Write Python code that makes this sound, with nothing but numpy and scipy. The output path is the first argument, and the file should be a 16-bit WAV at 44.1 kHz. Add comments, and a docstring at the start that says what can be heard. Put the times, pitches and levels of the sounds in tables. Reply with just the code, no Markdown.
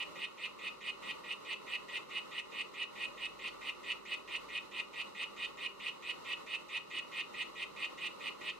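"""A small frog on a branch in a glass terrarium rasps about five times a second.
Each rasp is a swelling, quickening train of vocal-cord slaps mixed with air noise. This source is
filtered by the resonances of throat and tank, joined by puffs of air and a faint rising resonance,
and prolonged by the room's reverberation. A fan rushes and hums behind.
The recorder's response has three notches and cuts the highest treble."""
import sys
import numpy as np
from scipy import signal
from scipy.fft import rfft, irfft, next_fast_len
from scipy.io import wavfile

SR = 44100
rng = np.random.default_rng(int(sys.argv[2]) if len(sys.argv) > 2 else 0)


def master(y):
    """Save y as 16-bit WAV."""
    cut = np.clip(np.atleast_2d(y).T, -1, 1)
    pcm = np.round(cut * 32767)  # scale
    wavfile.write(sys.argv[1], SR, pcm.astype(np.int16))


N = 378819

# rasps: start t/s, duration/s, relative level/dB
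RASP_TIMES = [(-0.062, 0.091, -1.5), (0.152, 0.098, -2.5), (0.372, 0.089, -1.6), (0.585, 0.098, -2.5),
              (0.805, 0.094, -1.7), (1.02, 0.093, -1.5), (1.233, 0.096, -2.5), (1.446, 0.088, -1),
              (1.664, 0.092, -0.6), (1.881, 0.093, -0.2), (2.094, 0.091, -1), (2.309, 0.089, -1.2),
              (2.514, 0.1, -1.8), (2.735, 0.098, -1.5), (2.951, 0.098, -1.5), (3.169, 0.09, -1.5),
              (3.388, 0.095, -1.6), (3.61, 0.089, -1.6), (3.829, 0.092, 0.2), (4.051, 0.093, 0),
              (4.274, 0.09, 0.5), (4.485, 0.094, -1.5), (4.711, 0.092, -1), (4.93, 0.088, -1),
              (5.146, 0.09, -0.4), (5.361, 0.092, -0.4), (5.57, 0.094, -0.9), (5.792, 0.097, -0.8),
              (6.021, 0.089, -0.5), (6.241, 0.091, -0.2), (6.462, 0.091, -0.7), (6.684, 0.091, 0),
              (6.899, 0.092, 0), (7.115, 0.092, 0.5), (7.333, 0.094, 0), (7.55, 0.085, -0.6),
              (7.76, 0.093, 0), (7.973, 0.097, 0.5), (8.194, 0.09, -1), (8.407, 0.093, 0.2)]
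# bands that follow the effort, the vocal sac's most: low f/Hz, high f/Hz, swell/(dB per dB), gain/dB
SWELL_BANDS = [(1320, 2240, 0.65, -0.5), (2400, 3300, 3.5, -4), (2970, 3774, 0.92, -2.5),
               (3978, 5015, 2.2, -3.5)]
# cancellations by reflections off the glass: f/Hz, width/Hz, depth (0-1)
GLASS_NULLS = [(1760, 120, .6), (2245, 50, .7), (3025, 90, .55), (3172, 70, .8), (3420, 170, .8),
               (4640, 120, .6)]
# resonances of throat and tank: f/Hz, width/Hz, left gain/dB, right gain/dB
TANK_MODES = [(1850, 39, -20, -5), (1934.5, 74, -0.5, -3), (1993, 76, -32, -7), (2086, 40.6, -4, -4),
              (2150, 120, -9, -5.5), (2312, 144, -13.5, -11.5), (2388, 60, -20, -18), (2441, 95, -7.5, -3),
              (2493, 46, -2, -0.5), (2605.4, 38, -1.5, 0.5), (2636.5, 23, -45, -3), (2701.5, 69, -2, -7),
              (2783, 103, -10, -14), (2897, 44, -2.5, 1), (3010, 100, -17, -29), (3068, 69, -10.5, -8.5),
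              (3285, 200, -13, -11.5), (3534, 140, -15.5, -11), (3650, 30, -9, -11),
              (3795, 144, -14.5, -17.5), (3928, 69, -23, -16.5), (4032, 140, -24, -22),
              (4150, 32, -23.5, -16.5), (4260, 120, -31, -20.5), (4403, 140, -22.5, -25),
              (4510, 21, -23, -23), (4840, 35, -28, -33.5)]
# tank modes driven by the upper resonance: f/Hz, width/Hz, left gain/dB, right gain/dB
HIGH_TANK_MODES = [(8440, 20.6, -15, 13.5), (8680, 47, 4.5, -14), (8925, 31, -52.5, 5),
                   (10000, 36, -20, -25), (9146, 49, -18, -43)]
# room modes that ring on after each rasp: f/Hz, width/Hz, left gain/dB, right gain/dB
ROOM_MODES = [(2542, 15, -5, -13), (2700, 57, -11, -13), (2660, 16, -4, -10), (2860, 11, 0, -4),
              (3030, 31, -9, -20)]
# spectrum of the fan's rush: f/Hz, mid spectral level/dB, side relative to mid/dB
RUSH_SPECTRUM = [(30, -114, 10), (65.6, -102, 4), (108, -101, 2), (148, -95, 2.5), (520, -85, 3),
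                 (620, -83, 1), (777, -88, 6), (1234, -76, -5), (1454, -79.5, -1), (2120, -88, 0.5),
                 (2400, -101.5, -51), (2760, -88.5, -1), (3300, -104, -1), (3970, -97, 2.5),
                 (4550, -104, 1), (7900, -111.5, 0.5), (11100, -115.5, 1.7), (14800, -120, -5),
                 (15300, -125, 14)]
# course of the fan's rush: t/s, relative level/dB
RUSH_LEVEL = [(0, 0), (6.5, 0), (7.8, 1), (8.59, 1)]
# hum lines of the fan: f/Hz, level/dB, waver rate/Hz
HUM_LINES = [(48, -80, 0.72), (161, -80, 3), (202.7, -74.5, 3.6), (354.6, -72, 4.3), (395.7, -70.5, 1.94)]
# notches in the recorder's response: f/Hz, width/Hz, depth (0-1)
RECORDER_NOTCHES = [(690, 250, .92), (1622, 1750, .972), (9840, 500, .85)]

START_DB, TOP_DB = -15, -5.5      # vocal effort at the foot and top of the swell


def from_db(db):
    """Amplitude ratio for a level in decibels."""
    return 10 ** (np.asarray(db) / 20)


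def unit_rms(x):
    """Normalisation to unit mean power."""
    return x / np.sqrt(np.mean(x ** 2) + 1e-20)


def slow_noise(rate_hz):
    """Random fluctuation: unit-power noise through two one-pole low-passes."""
    pole = np.exp(-2 * np.pi * rate_hz / SR)
    return unit_rms(signal.lfilter([1], [1, -2 * pole, pole ** 2], rng.standard_normal(N + SR))[SR:])


def narrowband_noise(phase, rate_hz):
    """Quadrature modulation: two slow noises spread a carrier into a band."""
    return slow_noise(rate_hz) * np.cos(phase) + slow_noise(rate_hz) * np.sin(phase)


def resonance(x, hz, width_hz):
    """Damped resonator: two poles, unit gain at the peak."""
    r = np.exp(-np.pi * width_hz / SR)
    gain = (1 - r * r) / 2
    feedback = [1, -(1 + r * r) * np.cos(2 * np.pi * hz / SR), r * r]
    return signal.lfilter([gain, 0, -gain], feedback, x + 1e-18)


def bandpass(x, low_hz, high_hz):
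    """Second-order Butterworth band-pass."""
    return signal.sosfilt(signal.butter(2, [low_hz, high_hz], "band", fs=SR, output="sos"), x + 1e-18)


def modal_response(x, modes):
    """Superposition: each mode resonates with its own strength left and right."""
    return sum(from_db(sides_db)[:, None] * resonance(x, hz, width) for hz, width, *sides_db in modes)


def cancel(x, notches):
    """Destructive interference: subtracting a resonance leaves a notch."""
    for hz, width_hz, depth in notches:
        x = x - depth * resonance(x, hz, width_hz)
    return x


def vocal_cords(progress, jitter=0.07, spread_db=1.2, throb_depth=0.46):
    """Relaxation oscillation: the cords slap ever faster, a little unevenly, and modulate the airflow."""
    rate_hz = np.interp(progress, (0.38, 0.8), (185, 320)) * (1 + jitter * slow_noise(120))
    cycles = np.cumsum(rate_hz) / SR
    onsets = np.diff(progress, prepend=0) < 0
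    cycles = cycles - np.maximum.accumulate(cycles * onsets) - 0.4      # first slap 0.4 cycles in
    strikes = np.diff(np.floor(cycles), prepend=0) > 0
    slaps = strikes * np.sqrt(SR / rate_hz) * from_db(spread_db * rng.standard_normal(N))
    throb = 1 + throb_depth * np.cos(2 * np.pi * cycles)
    return unit_rms(slaps), unit_rms(throb)


def voice(slaps, airflow, effort_db, breath_share=0.4, skirt_hz=250):
    """Source and filter: slaps and breath noise excite the resonances of throat and tank."""
    breath = airflow * rng.standard_normal(N)
    source = np.sqrt(1 - breath_share) * slaps + np.sqrt(breath_share) * breath
    drive = 0
    for low_hz, high_hz, swell, gain_db in SWELL_BANDS:
        band = bandpass(unit_rms(source * from_db(swell * effort_db)), low_hz, high_hz)
        drive = from_db(gain_db) * band - drive      # alternating signs join the bands without a gap
    drive = cancel(drive, GLASS_NULLS)
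    out = np.zeros((2, N))
    for hz, width_hz, *sides_db in TANK_MODES:
        near_mode = resonance(drive, hz, skirt_hz)      # keeps the valleys between modes deep
        out += from_db(sides_db)[:, None] * resonance(near_mode, hz, width_hz)
    return from_db(-18) * out


def between_panes(x, round_trip_s=0.00517, reflection=0.54):
    """Comb filtering: sound bounces between two glass walls, weaker on every round trip."""
    loop = np.zeros(round(round_trip_s * SR) + 1)
    loop[0], loop[-1] = 1, reflection
    return signal.lfilter([1], loop, x)


def upper_resonance(airflow, progress, from_hz=6550, to_hz=8690):
    """A noise-driven resonance rises and grows as the sac fills, exciting the tank's high modes."""
    glide = np.sin(np.pi / 2 * np.clip(progress / 0.68, 0, 1)) ** 2
    phase = 2 * np.pi * np.cumsum(from_hz + (to_hz - from_hz) * glide) / SR
    fade_in_db = np.interp(progress, (0, 0.086), (-16, 0))
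    growth_db = 4.5 * (progress - 1)
    upper = airflow * from_db(-67.5 + fade_in_db + growth_db) * narrowband_noise(phase, rate_hz=420)
    return from_db(-2) * between_panes(upper) + from_db(5) * modal_response(upper, HIGH_TANK_MODES)


def sizzle(airflow, effort_db, hz=13500, width_hz=350):
    """Resonant filtering of air noise: a thin, high hiss that follows the effort."""
    noise = airflow * from_db(effort_db - 56) * rng.standard_normal((2, N))
    return resonance(resonance(noise, hz, width_hz), hz, 2 * width_hz)


def puffs(airflow, effort_db, elapsed_s, remaining_s):
    """Air noise: an opening puff decays, a leak grows with effort, a closing puff ends the rasp."""
    opening = from_db(-5.5) * np.exp(-elapsed_s / 0.013)
    leak = from_db(-7 + 1.8 * (effort_db - TOP_DB))
    closing = from_db(3) * np.exp(-np.clip(remaining_s, 0, 1) / 0.0048)
    noise = airflow * from_db(-51) * (opening + leak + closing) * rng.standard_normal((2, N))
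    return between_panes(bandpass(noise, 4800, 7280))


def voice_body(airflow, effort_db, swell=4.7):
    """Power-law growth: a faint low band of air noise emerges near full effort."""
    noise = airflow * from_db(swell * effort_db) * rng.standard_normal(N)
    return from_db(-61) * unit_rms(bandpass(noise, 864, 1510))


def frog(open_s=0.0012, shut_s=0.0022):
    """Amplitude modulation: in each rasp the throat opens, effort swells and holds, the throat shuts."""
    t = np.arange(N) / SR
    start_s, duration_s, level_db = np.transpose(RASP_TIMES)
    rasp = np.clip(np.searchsorted(start_s, t) - 1, 0, None)
    elapsed_s = t - start_s[rasp]
    remaining_s = duration_s[rasp] - elapsed_s
    progress = elapsed_s / duration_s[rasp]
    opened = np.clip(elapsed_s / open_s, 0, 1)
    shut = np.clip(-remaining_s / shut_s, 0, 1)
    effort_db = np.interp(progress, (0, 0.76), (START_DB, TOP_DB)) - 33 * (1 - opened) - 0.5 * shut
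    gate = from_db(level_db[rasp]) * (shut < 1)
    slaps, throb = vocal_cords(progress)
    airflow = gate * throb
    tapered_flow = airflow * opened * (1 - shut) ** 2
    return (voice(gate * slaps, airflow, effort_db)
            + upper_resonance(tapered_flow, progress)
            + sizzle(airflow, effort_db)
            + puffs(tapered_flow, effort_db, elapsed_s, remaining_s)
            + voice_body(airflow, effort_db))


def room(x, delay_s=0.03, t60_s=0.23, rise_s=0.022):
    """Reverberation: a late return rings in narrow room modes over an exponentially decaying tail."""
    mono = x.mean(axis=0)
    late = np.pad(mono, (round(delay_s * SR), 0))[:N]
    t = np.arange(SR // 2) / SR
    envelope = from_db(-60 * t / t60_s) * (1 - np.exp(-t / rise_s))
    decay_energy = t60_s * SR / (6 * np.log(10))
    tail = from_db(-7) / np.sqrt(decay_energy) * envelope * rng.standard_normal((2, len(t)))
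    return modal_response(late, ROOM_MODES) + signal.fftconvolve(mono[None], tail, axes=1)[:, :N]


def fan_rush(flicker_db=1.2):
    """Broadband noise: independent mid and side signals make a wide, slightly flickering rush."""
    size = next_fast_len(N)
    log_hz = np.log(np.maximum(np.arange(size // 2 + 1) * SR / size, 1))
    hz, mid_db, side_db = np.transpose(RUSH_SPECTRUM)
    gains = from_db([np.interp(log_hz, np.log(hz), db) for db in (mid_db, mid_db + side_db)])
    white = rfft(rng.standard_normal((2, size))) * np.sqrt(SR / 2)
    mid, side = irfft(white * gains, size)[:, :N]
    level_db = np.interp(np.arange(N) / SR, *np.transpose(RUSH_LEVEL)) + flicker_db * slow_noise(5.9)
    return np.array([mid + side, mid - side]) * from_db(level_db)


def fan_hum():
    """Line spectrum: each hum tone wavers at random in amplitude and phase."""
    t = np.arange(N) / SR
    hum = sum(from_db(db) * narrowband_noise(2 * np.pi * hz * t, waver) for hz, db, waver in HUM_LINES)
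    return signal.sosfilt(signal.butter(2, 35, "high", fs=SR, output="sos"), hum)


def scene():
    """Superposition of the frog, its reverberation and the fan, which is slightly louder on the right."""
    rasps = frog()
    fan_balance = from_db([[-0.535], [0.535]])
    return rasps + room(rasps) + fan_balance * (fan_rush() + fan_hum())


def record(dry):
    """Linear filtering: three notches, then a steep low-pass that stops all above 15.8 kHz."""
    lowpass = signal.cheby2(20, 60, 15800, fs=SR, output="sos")
    return signal.sosfilt(lowpass, cancel(dry, RECORDER_NOTCHES))


dry = scene()
out = record(dry)
master(out)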